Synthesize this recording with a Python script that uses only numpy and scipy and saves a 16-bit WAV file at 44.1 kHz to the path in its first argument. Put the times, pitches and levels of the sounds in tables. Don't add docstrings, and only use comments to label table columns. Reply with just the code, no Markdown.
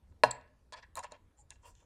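import sys
import numpy as np
from scipy import signal
from scipy.io import wavfile
from scipy.ndimage import uniform_filter1d

SR = 44100
rng = np.random.default_rng(int(sys.argv[2]) if len(sys.argv) > 2 else 0)


def inscribe(sig):
    pcm = np.round(np.clip(np.atleast_2d(sig).T, -1, 1) * 32767)
    wavfile.write(sys.argv[1], SR, pcm.astype(np.int16))


def volts_from_db(level):
    exponent = np.asarray(level, float) / 20
    return 10 ** exponent


N = 81585

# frequency in Hz, level in dB, time to fall 60 dB in seconds.
STEEL_MODES = [(3610, 0.5, 0.034), (4160, 2, 0.038), (4763, -8, 0.0069), (4860, 2, .012), (6210, 0.5, 0.01),
               (6857, 4.5, 0.02), (6860, -8.5, 0.0046), (7314, 2.5, 0.013), (7593, -19, 0.011),
               (8210, -3, .01), (9500, -0.5, .01), (9200, -7, 0.0033), (11200, -16, 0.0032),
               (12000, -10, .008)]
# level spread in dB, share of pitch spread, share of ring time left.
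STEEL_GRIP = (2.5, 0.03, 0.4)


def evened(x):
    return x / np.sqrt(np.mean(x ** 2) + 1e-20)


def read(points, hz):
    f, value = np.transpose(points)
    return np.interp(np.log(hz + 1), np.log(f + 1), value)


def add(mix, s, sound):
    part = mix[round(s * SR):][:len(sound)]
    part += sound[:len(part)]


def air():
    # frequency in Hz, level in dB per Hz.
    air_colour = [(15, -30), (25, -3), (73, 0.5), (136, -14), (524, -25), (645, -30.5), (1000, -29),
                  (2630, -40.5), (12500, -48), (16200, -88.5), (22000, -120)]
    # frequency in Hz, level in dB.
    mains_hum = [(60, -71), (120, -84)]
    level_db, lump_db = -64.5, 2.3
    hiss_edge_hz, hiss_drop_db = 12800, -18.5
    frames = N // 512 + 5
    hz = np.fft.rfftfreq(2048, 1 / SR)
    real, imag, lumps = rng.standard_normal((frames, 1025, 3)).T
    lumps = uniform_filter1d(lumps, size=20, axis=0)
    lumps = evened(uniform_filter1d(lumps, size=6, axis=1))
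    colour_db = read(air_colour, hz) + hiss_drop_db * (hz > hiss_edge_hz)
    spectrum = (real + 1j * imag) * volts_from_db(colour_db[:, None] + lump_db * lumps)
    noise = signal.istft(spectrum, nperseg=2048, noverlap=1536)[1][:N]
    t = np.arange(N) / SR
    hum = sum(volts_from_db(db) * np.sin(2 * np.pi * f * t) for f, db in mains_hum)
    return volts_from_db(level_db) * evened(noise) + hum


def ring(modes, grip_db=0, detune=0, held=1):
    t = np.arange(SR // 4) / SR
    luck = rng.standard_normal((len(modes), 2))
    out = np.zeros(len(t))
    for k, (hz, db, t60) in enumerate(modes):
        fading = volts_from_db(db + grip_db * luck[k, 0] - 60 * t / max(t60 * held, 0.002))
        pitch = hz * (1 + detune * luck[k, 1])
        out += (-1) ** k * fading * np.sin(2 * np.pi * pitch * t)
    return out


def touch(force, body, hz, q, crack_db):
    colour = signal.iirpeak(min(hz, SR / 3), max(q, 0.3), SR)
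    top = signal.butter(4, min(max(1.35 * hz, 6000), SR / 2.2), fs=SR)
    force = np.pad(force, (0, len(body)))
    force = signal.lfilter(*colour, signal.lfilter(*colour, force))
    force = signal.lfilter(*top, force)
    ringing = signal.fftconvolve(force, body)[:len(force)]
    sound = evened(ringing) + volts_from_db(crack_db) * evened(force)
    return sound / abs(sound).max()


def slides(strokes, modes, grip, crack_db):
    slips_per_s, slip_spread_db, peak_at = 4000, 2.5, 0.44
    out = np.zeros(N)
    rows = rng.random((len(strokes), 3, SR // 5))
    for (s, length, db, hz, q), (when, size, sign) in zip(strokes, rows):
        done = np.minimum(np.arange(SR // 5) / SR / length, 1)
        stroke = np.sin(np.pi * done ** (np.log(0.5) / np.log(peak_at)))
        sizes = volts_from_db(-slip_spread_db * np.log(size + 0.0069))
        slips = (when < slips_per_s / SR) * sizes * np.sign(sign - 0.5)
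        sound = touch(slips * stroke, ring(modes, *grip), hz, q, crack_db)
        loudness = np.sqrt(np.sum(sound ** 2) / (length * SR))
        add(out, s, volts_from_db(db) * sound / loudness)
    return out


def steel_slides():
    # start in seconds, length in seconds, level in dB, colour in Hz, sharpness (Q) of the colour.
    steel_strokes = [(.07, 0.058, -91, 7000, 1.1), (.309, 0.0061, -32.5, 7570, 7.2),
                     (.309, 0.0095, -46, 4520, 2.9), (.308, .012, -58, 13570, 1.2),
                     (.724, 0.026, -54, 4000, 3.8), (.724, 0.023, -60.5, 7030, 1.3),
                     (.756, 0.05, -64.5, 4700, 0.31), (.82, 0.025, -66.5, 4400, 1),
                     (.953, 0.041, -58.5, 13900, 2.2), (.957, 0.061, -59.5, 7180, 0.42),
                     (1.025, 0.032, -59.5, 6830, 0.33), (1.105, 0.017, -76, 6100, 1.7),
                     (1.367, 0.07, -70, 7200, 7.4), (1.385, 0.039, -71.5, 8340, 3.2),
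                     (1.37, 0.043, -87, 4070, 0.59), (1.49, 0.086, -75, 6600, 2),
                     (1.615, 0.13, -72.5, 6800, 1.7), (1.645, 0.074, -66.5, 12800, 0.84),
                     (1.73, .13, -78.5, 6530, 4.2), (1.74, 0.11, -81.5, 3000, 2)]
    return slides(steel_strokes, STEEL_MODES, STEEL_GRIP, crack_db=4.37)


def case_modes():
    case_tones = [269, 446, 619, 740, 850, 957, 1078, 1264, 1503, 1665, 1950, 2300, 2742, 3115]
    # level in dB, time to fall 60 dB in seconds.
    case_ringing = [(-15.5, 0.13), (-10.5, 0.069), (2.5, 0.038), (-11.5, 0.11), (-7, 0.074), (2.5, .04),
                    (-6, 0.048), (-25, 0.13), (-15, 0.096), (-2.5, .04), (-17.5, 0.026), (-22, .03),
                    (0, 0.03), (-6, 0.025)]
    return [(hz, db, t60) for hz, (db, t60) in zip(case_tones, case_ringing)]


def ticks():
    # start in seconds, case level in dB, case colour in Hz, steel level in dB, steel colour in Hz.
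    sharp_contacts = [(.122, -64, 930, -76, 4200), (0.2374, -30.5, 2770, -20.5, 7640),
                      (0.2356, -5.5, 895, -16.5, 3855), (.2440, -38, 1538, -29, 4500),
                      (.3077, -71.5, 993, -37.5, 8500), (0.3114, -56, 839, -35.5, 7800),
                      (.412, -80, 1480, -58, 4730), (.477, -72.5, 2540, -68.5, 4180),
                      (.7236, -41, 905, -43, 6940), (0.9546, -47.5, 1100, -29.5, 10250),
                      (.9652, -50.5, 930, -43, 8400), (.9715, -44, 950, -32.5, 9300),
                      (0.9775, -36, 970, -50, 9800), (.9885, -44, 1026, -53.5, 9500),
                      (.9922, -37, 1026, -30, 7560), (1.0365, -68, 940, -41.5, 5740),
                      (1.043, -39, 1190, -41.5, 7140), (1.1203, -41, 550, -39.5, 6150),
                      (1.5053, -49.5, 2400, -34.5, 7340), (1.5575, -60, 2750, -82, 9500),
                      (1.655, -66, 2750, -82, 6800), (1.752, -70, 2840, -54.5, 6600),
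                      (1.804, -64, 2900, -59, 10200)]
    rebound_db_per_ms = -27
    out = np.zeros(N)
    rows = rng.standard_normal((len(sharp_contacts), 130))
    fall = volts_from_db(rebound_db_per_ms * np.arange(130) / SR * 1000)
    blow = np.hanning(7)
    case = ring(case_modes())
    for (s, case_db, case_hz, steel_db, steel_hz), rebounds in zip(sharp_contacts, rows):
        steel = ring(STEEL_MODES, *STEEL_GRIP)
        knock = touch(blow, case, case_hz, q=0.48, crack_db=-8.5)
        click = touch(rebounds * fall, steel, steel_hz, q=1.0, crack_db=-4.5)
        add(out, s, -volts_from_db(case_db) * knock)
        add(out, s, volts_from_db(steel_db) * click)
    return out


def rattle():
    start_s, level_db, t60_s, colour_hz = 0.2362, -39.5, 0.1, 3000
    out = np.zeros(N)
    t = np.arange(SR // 4) / SR
    shiver = signal.lfilter(*signal.iirpeak(colour_hz, 0.5, SR), rng.standard_normal(len(t)))
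    add(out, start_s, volts_from_db(level_db - 60 * t / t60_s) * evened(shiver))
    return out


def thud():
    # frequency in Hz, level in dB, time to fall 60 dB in seconds.
    table_modes = [(123, -35, 0.36), (59.4, -50, 0.25), (171, -41.5, 0.17), (225, -45, 0.24),
                   (345, -40.5, 0.1)]
    start_s, rise_s = 0.238, 0.032
    out = np.zeros(N)
    body = ring(table_modes, held=0.75)
    swell = np.minimum(np.arange(len(body)) / SR / rise_s, 1) ** 2
    add(out, start_s, body * swell)
    return out


def case_slides():
    # start in seconds, length in seconds, level in dB, colour in Hz, sharpness (Q) of the colour.
    case_strokes = [(.724, 0.037, -50.5, 1128, 1.08), (.752, 0.059, -59, 1170, 0.39),
                    (.822, 0.033, -59.5, 1770, 3.5), (.822, 0.018, -63.5, 910, 1.45),
                    (.958, 0.051, -43.5, 930, 1.64), (1.028, 0.029, -48, 1004, 1.6),
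                    (1.04, 0.038, -62, 2500, 0.83), (1.104, 0.071, -62, 935, 0.24),
                    (1.37, 0.053, -74, 800, 8.2), (1.505, 0.029, -63, 2060, 0.74),
                    (1.625, 0.093, -62.5, 727, 0.97), (1.63, 0.065, -70, 2930, 4.5),
                    (1.81, 0.039, -75, 740, 1.2)]
    return slides(case_strokes, case_modes(), (2.5, 0, 0.5), crack_db=-4.0)


def room(x):
    # frequency in Hz, time to fall 60 dB in seconds.
    tail_times = [(150, 0.9), (600, 0.31), (2000, 0.46), (5000, 0.24), (12000, 0.087)]
    # delay in seconds, level in dB.
    near_echoes = [
        (.0021, -22.5),
        (.0047, -21),
        (.0083, -27.5),
    ]
    tail_db, gap_s = -19.5, 0.0037
    taps = rng.standard_normal(SR)
    taps *= np.clip(np.arange(SR) / SR / gap_s - 1, 0, 1)
    hz, t, z = signal.stft(taps, SR, nperseg=256)
    dying = volts_from_db(-60 * t / read(tail_times, hz)[:, None])
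    tail = signal.istft(z * dying, SR, nperseg=256)[1]
    tail = volts_from_db(tail_db) * tail / np.linalg.norm(tail)
    for s, db in near_echoes:
        add(tail, s, np.array([volts_from_db(db)]))
    return x + signal.fftconvolve(x, tail)[:N]


def scene():
    tool = steel_slides() + ticks() + rattle() + case_slides()
    tool = signal.lfilter(*signal.butter(2, 9740, fs=SR), tool)
    return (room(tool) + thud() + air())[None]


def low_pass(x):
    return signal.sosfilt(signal.butter(12, 16730, fs=SR, output="sos"), x)


def record(dry):
    return low_pass(dry)


dry = scene()
out = record(dry)
inscribe(out)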